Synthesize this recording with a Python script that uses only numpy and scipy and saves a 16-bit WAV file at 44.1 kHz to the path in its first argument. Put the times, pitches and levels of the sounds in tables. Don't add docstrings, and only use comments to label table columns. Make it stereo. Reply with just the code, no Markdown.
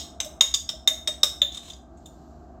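import sys
import numpy as np
from scipy import signal
from scipy.fft import rfft, irfft, next_fast_len
from scipy.io import wavfile

SR = 44100
rng = np.random.default_rng(int(sys.argv[2]) if len(sys.argv) > 2 else 0)


def int16_out(signal):
    q = np.round(np.clip(np.atleast_2d(signal).T, -1, 1) * 32767)
    wavfile.write(sys.argv[1], SR, q.astype(np.int16))


N = 114660
LEAD = SR // 5

# (time [s], main ring [dB], main pitch [Hz], thud [dB], lower treble [dB], mid treble [dB],
# upper treble [dB], top [dB], lower treble pitch [Hz], mid treble pitch [Hz],
# time for the main ring to fall 60 dB, kept within 0.015-0.08 s when used [s])
KNOCKS = [(0.2019, -11, 3696, -29.5, -28, -25.5, -28.5, -32, 5330, 6230, 0.017),
          (0.2459, -28.5, 3710, -54, -34, -41, -42, -33, 5610, 6250, 0.022),
          (0.4086, -1.5, 3700, -21.5, -18.5, -15, -24, -22, 5350, 6710, 0.045),
          (0.5399, -15, 3708, -35, -24, -17.5, -25, -46, 5050, 6670, 0.037),
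          (0.5437, -10.5, 3615, -37, -20, -18, -31.5, -29, 4860, 6860, 0.036),
          (0.6906, -15, 3680, -35, -24, -31, -38, -35, 5260, 6980, 0.043),
          (0.8746, -6.5, 3670, -24.5, -20, -15, -27.5, -20.5, 5397, 6630, 0.055),
          (1.0742, -12.5, 3700, -26.5, -22.5, -28, -28, -29.5, 5490, 6420, 0.082),
          (1.2319, -7, 3770, -23.5, -11.5, -18, -23, -17.5, 5390, 6970, 0.053),
          (1.4169, -4.5, 3608, -30, -46, -21.5, -47, -27.5, 5470, 7050, 0.063),
          (1.5209, -30, 3590, -67, -49, -40.5, -67, -56, 5270, 6690, 0.045),
          (1.5459, -27, 3610, -63, -48, -44, -42, -52, 5400, 6970, 0.086),
          (1.5718, -24, 3685, -77, -45, -39, -42, -58, 5100, 7100, 0.059),
          (1.6999, -27.5, 3620, -52.5, -48, -35.5, -58, -51, 5180, 7050, 0.043),
          (1.7329, -38, 3740, -55.5, -44.5, -42, -68, -65, 4920, 6980, 0.043),
          (1.9719, -58, 3654, -58, -75.5, -52, -55, -72, 5280, 6600, 0.044),
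          (2.0579, -35, 3630, -63.5, -54, -41, -48.5, -45, 5200, 7040, 0.038)]
# (main ring [dB], main pitch [Hz],
# thud [dB], lower treble [dB], mid treble [dB], upper treble [dB], top [dB], lower treble pitch [Hz],
# mid treble pitch [Hz], below the limit, so the main ring takes 0.015 s to fall 60 dB [s])
EARLIER_KNOCK = (-3.5, 3689, -30.5, -16, -18.5, -24.5, -24.5, 5400, 6748, -0.66)
REGIONS = [2200, 3300, 4000, 5300, 6700, 8100, 11000]
# (pitch [Hz], level within its region [dB], time to fall 60 dB [s])
JAR_MODES = [(1159, -2.5, 0.024), (2077, 8.5, 0.0099), (2760, -8, 0.0063), (3259, -10, 0.028),
             (3683.4, -2, 0.032), (3624, -4.5, 0.045), (3960, -11.5, 0.017), (5128, -5, 0.028),
             (5370, 9.5, 0.016), (5770, 0.5, 0.011), (6230, -5.5, 0.027), (6745, 4, 0.028),
             (7000, -7, 0.011), (7930, 3, 0.018), (7930, -14, 0.024), (11670, -12, 0.023),
             (13620, -14, .006)]
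# (frequency [Hz], level [dB])
CRACK_COLOUR = [(200, -16.5), (500, 2.5), (1500, -0.5), (2600, -4), (3100, -5.5), (3700, -12), (4400, -18),
                (5000, -1), (8500, 6), (9400, -12.5), (11500, -9), (16000, -8)]
# (time [s], level before the soft start [dB], pitch [Hz])
AIR_POPS = [(0.259, -28, 619), (0.429, -35.5, 628), (0.736, -35.5, 635.6), (0.91, -29, 639),
            (1.083, -26, 616), (1.234, -31.5, 586), (1.419, -31, 575)]
# (time [s], level [dB])
SCRAPE_LEVEL = [(1.5, -65), (1.538, -51.5), (1.552, -39.5), (1.562, -51), (1.578, -45), (1.596, -54.5),
                (1.696, -47), (1.7, -48), (1.85, -89.5)]
SCRAPE_MODES = [-11.5, -35, -29, -3.5, -8, -5, -1.5, -17.5, -17.5, -17, -9, -13.5, -8, -22.5, -9.5, -21.5,
                -27.5]
# (frequency [Hz], level per Hz [dB])
SCRAPE_HISS_COLOUR = [(700, -39), (1300, -19), (2300, -34.5), (3200, -12), (3900, -13), (4600, -23.5),
                      (7000, -11.5), (8400, -23), (9400, -30), (11700, -30), (16000, -37.5)]
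# (time [s], level [dB])
RUSTLE_LEVEL = [(1.8, -88), (2.026, -71.5), (2.166, -71), (2.266, -71), (2.446, -76), (2.6, -81.5)]
# (frequency [Hz], level per Hz [dB])
RUSTLE_SPECTRUM = [(1290, -43), (2200, -28.5), (2820, -7), (3530, -7), (4130, -0.5), (5090, -4), (7520, -2),
                   (10200, -43), (11500, -13), (16000, -27)]
# (frequency [Hz], time to fall 60 dB [s])
KITCHEN_DECAY = [(500, .3), (1200, 0.36), (2400, 0.42), (5000, 0.24), (10000, 0.51), (14000, .3)]
# (frequency [Hz], level [dB])
KITCHEN_TONE = [(500, 1), (2000, -0.5), (3700, -2.5), (6000, -0.5), (12000, 2)]
# (frequency [Hz], side compared with middle [dB])
KITCHEN_WIDTH = [(500, -27.5), (2000, -38), (4000, -19.5), (8000, -18), (14000, -9)]
# (frequency [Hz], left minus right [dB])
BALANCE = [(1000, -.3), (2800, -.9), (5600, .8), (10000, 1.9), (14000, -.7)]
# (frequency [Hz], level per Hz [dB])
BACKGROUND_COLOUR = [(15, -61.5), (25, -33.5), (55, -2.5), (77, 2), (92, -18.5), (155, -10), (193, -13),
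                     (226, -14.5), (338, -8), (447, -21.5), (604, -18), (642, -6), (724, -9.5),
                     (977, -25.5), (1190, -21.5), (2050, -44), (3000, -50.5), (3900, -79.5), (6600, -120)]
# (frequency [Hz], side compared with middle [dB])
BACKGROUND_WIDTH = [(40, -15.5), (80, -36.5), (180, -32), (350, -33.5), (700, -38)]
# (time [s], level [dB])
UPPER_NOISE_LEVEL = [(0.0, -44.5), (0.16, -46), (0.38, -46), (0.51, -57), (0.74, -51), (0.9, -49.5),
                     (1.28, -49), (1.66, -50.5), (1.93, -48.5), (2.35, -47), (2.6, -47)]
# (pitch [Hz], width [Hz], level [dB])
APPLIANCE_TONES = [(64.15, 9.9, -54), (168.7, 9.8, -70.5), (234.8, 12, -59.5), (1575, 37, -76)]

MAIN_HZ, LOWER_HZ, MID_HZ = 3680, 5400, 6750
STRIKE_SPREAD_DB, DETUNE = 4, 0.0073
CONTACT_S = 0.00085
SOFTENING = 0.29
CRACK_DB, CRACK_T60_S = 5, 0.064
POP_T60_S, POP_RISE_S = 0.092, 0.004
SCRAPE_PER_S, SCRAPE_HISS_DB = 1600, -5
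KITCHEN_DB, KITCHEN_FADE_IN_S = -7.5, 0.0066
BACKGROUND_DB, BACKGROUND_SPLIT_HZ = -48.5, 150
HUM_STEADINESS = 0.5
LOWPASS_HZ = 16640


def clinks():
    out, t = np.zeros(N + LEAD), np.arange(SR // 5) / SR
    hz, db, t60 = (column[:, None] for column in np.transpose(JAR_MODES))
    rows = [(-1 / 20, *EARLIER_KNOCK)] + list(KNOCKS)
    others = np.arange(len(hz))[:, None] != 4
    near_main = abs(hz - MAIN_HZ) <= 130
    chance = rng.standard_normal((len(rows), 3, len(hz), 1))
    noise = rng.standard_normal((len(rows), len(t)))
    for row, (scatter, turn, shift), hiss in zip(rows, chance, noise):
        s, main_db, main_hz, thud_db, *treble, lower_hz, mid_hz, main_t60 = row
        colour = list(zip(REGIONS, [thud_db, main_db, main_db, *treble]))

        ring_t60 = np.where(near_main, np.clip(main_t60, .015, .08), t60)
        start_db = db + at_hz(colour, hz) + STRIKE_SPREAD_DB * scatter * others
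        strength = from_db(start_db - 60 * t / ring_t60)

        tuning = [(MAIN_HZ, main_hz / MAIN_HZ), (LOWER_HZ, lower_hz / LOWER_HZ),
                  (MID_HZ, mid_hz / MID_HZ), (MID_HZ * 1.15, 1)]
        pitch = hz * at_hz(tuning, hz) * (1 + DETUNE * shift * others)
        glass = np.sum(strength * np.sin(2 * np.pi * pitch * t + turn * others), axis=0)

        crack_noise = coloured(coloured(hiss, CRACK_COLOUR), colour)
        crack = crack_noise * from_db(CRACK_DB - 60 * t / CRACK_T60_S)
        contact_s = CONTACT_S * from_db(-SOFTENING * main_db)
        add(out, (glass + crack) * (1 - np.exp(-t / contact_s)), s)
    return out


def pops():
    out, t = np.zeros(N + LEAD), np.arange(SR // 4) / SR
    for s, db, hz in AIR_POPS:
        fade = from_db(db - 60 * t / POP_T60_S)
        rise = 1 - np.exp(-t / POP_RISE_S)
        add(out, fade * rise * np.sin(2 * np.pi * hz * t), s)
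    return out


def scrape():
    size = N + LEAD
    slips = (rng.random(size) < SCRAPE_PER_S / SR) * rng.standard_normal(size)
    rung = sum(from_db(db) * rms_one(ring(slips, hz, t60))
               for (hz, _, t60), db in zip(JAR_MODES, SCRAPE_MODES))
    hiss = rms_one(coloured(rng.standard_normal(size), SCRAPE_HISS_COLOUR))
    rustle = rms_one(coloured(rng.standard_normal(size), RUSTLE_SPECTRUM))
    drag = rms_one(rung) + from_db(SCRAPE_HISS_DB) * hiss
    return level(SCRAPE_LEVEL, before_db=-120) * drag + level(RUSTLE_LEVEL, before_db=-120) * rustle


def kitchen(x):
    t = np.arange(SR // 2) / SR
    tail = 0
    for low in 150 * 2.0 ** np.arange(7):
        octave = signal.butter(2, [low, low * 2], "band", fs=SR, output="sos")
        band = signal.sosfilt(octave, rng.standard_normal((2, len(t))))
        tail = tail + band * from_db(-60 * t / at_hz(KITCHEN_DECAY, low * np.sqrt(2)))
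    tail = tail * np.clip(t / KITCHEN_FADE_IN_S, 0, 1) ** 2
    tail = tail / np.sqrt(np.sum(tail[0] ** 2))
    sent = coloured(x, KITCHEN_TONE)[None]
    mid, side = signal.fftconvolve(sent, tail, axes=1)[:, :len(x)]
    return from_db(KITCHEN_DB) * spread(mid, coloured(side, KITCHEN_WIDTH))


def room_tone():
    spectrum = list(BACKGROUND_COLOUR) + [(5000, -78.5)]
    mid, side = coloured(rng.standard_normal((2, N + LEAD)), spectrum)
    tone = from_db(BACKGROUND_DB) * rms_one(spread(mid, coloured(side, BACKGROUND_WIDTH)))
    high_pass = signal.butter(2, BACKGROUND_SPLIT_HZ, "high", fs=SR, output="sos")
    low_pass = signal.butter(2, BACKGROUND_SPLIT_HZ, "low", fs=SR, output="sos")
    upper = signal.sosfilt(high_pass, tone)
    lower = signal.sosfilt(low_pass, tone)
    upper_gain = level(UPPER_NOISE_LEVEL) / from_db(UPPER_NOISE_LEVEL[-1][1])
    hum = sum(from_db(db) * wavering_tone(hz, width_hz) for hz, width_hz, db in APPLIANCE_TONES)
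    return lower - upper * upper_gain + hum


def wavering_tone(hz, width_hz):
    t60 = 2.5 / width_hz
    x = ring(ring(rng.standard_normal(N + LEAD), hz, t60), hz, t60)
    swing = abs(signal.hilbert(x, next_fast_len(len(x))))[:len(x)]
    return rms_one(x / (swing + swing.mean() / 10) ** HUM_STEADINESS)


def ring(x, hz, t60):
    r, w = from_db(-60 / (t60 * SR)), 2 * np.pi * hz / SR
    return signal.lfilter([0, np.sin(w)], [1, -2 * r * np.cos(w), r * r], x + 1e-18)


def coloured(x, spectrum):
    size = next_fast_len(x.shape[-1] + 4096)
    gain = from_db(at_hz(spectrum, np.fft.rfftfreq(size, 1 / SR)))
    return irfft(rfft(x, size) * gain, size)[..., :x.shape[-1]]


def spread(mid, side):
    return mid + side * np.array([[1], [-1]])


def level(rows, before_db=None):
    s, db = np.transpose(rows)
    return from_db(np.interp((np.arange(N + LEAD) - LEAD) / SR, s, db, left=before_db))


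def at_hz(points, hz):
    table = np.array(points)
    return np.interp(np.log(hz + 1), np.log(table[:, 0]), table[:, 1])


def from_db(db):
    return 10 ** (np.asarray(db) / 20)


def rms_one(x):
    return x / np.sqrt(np.mean(x ** 2) + 1e-20)


def add(out, sound, s):
    i = int(s * SR) + LEAD
    out[i:i + len(sound)] += sound[:len(out) - i]


def scene():
    jar = clinks() + pops() + scrape()
    heard = jar + kitchen(jar)
    placed = [coloured(channel, [(hz, sign * db / 2) for hz, db in BALANCE])
              for channel, sign in zip(heard, (1, -1))]
    return (np.array(placed) + room_tone())[:, LEAD:]


def record(dry):
    low_pass = signal.cheby2(16, 80, LOWPASS_HZ, fs=SR, output="sos")
    return signal.sosfilt(low_pass, np.clip(dry, -.95, .95))


dry = scene()
out = record(dry)
int16_out(out)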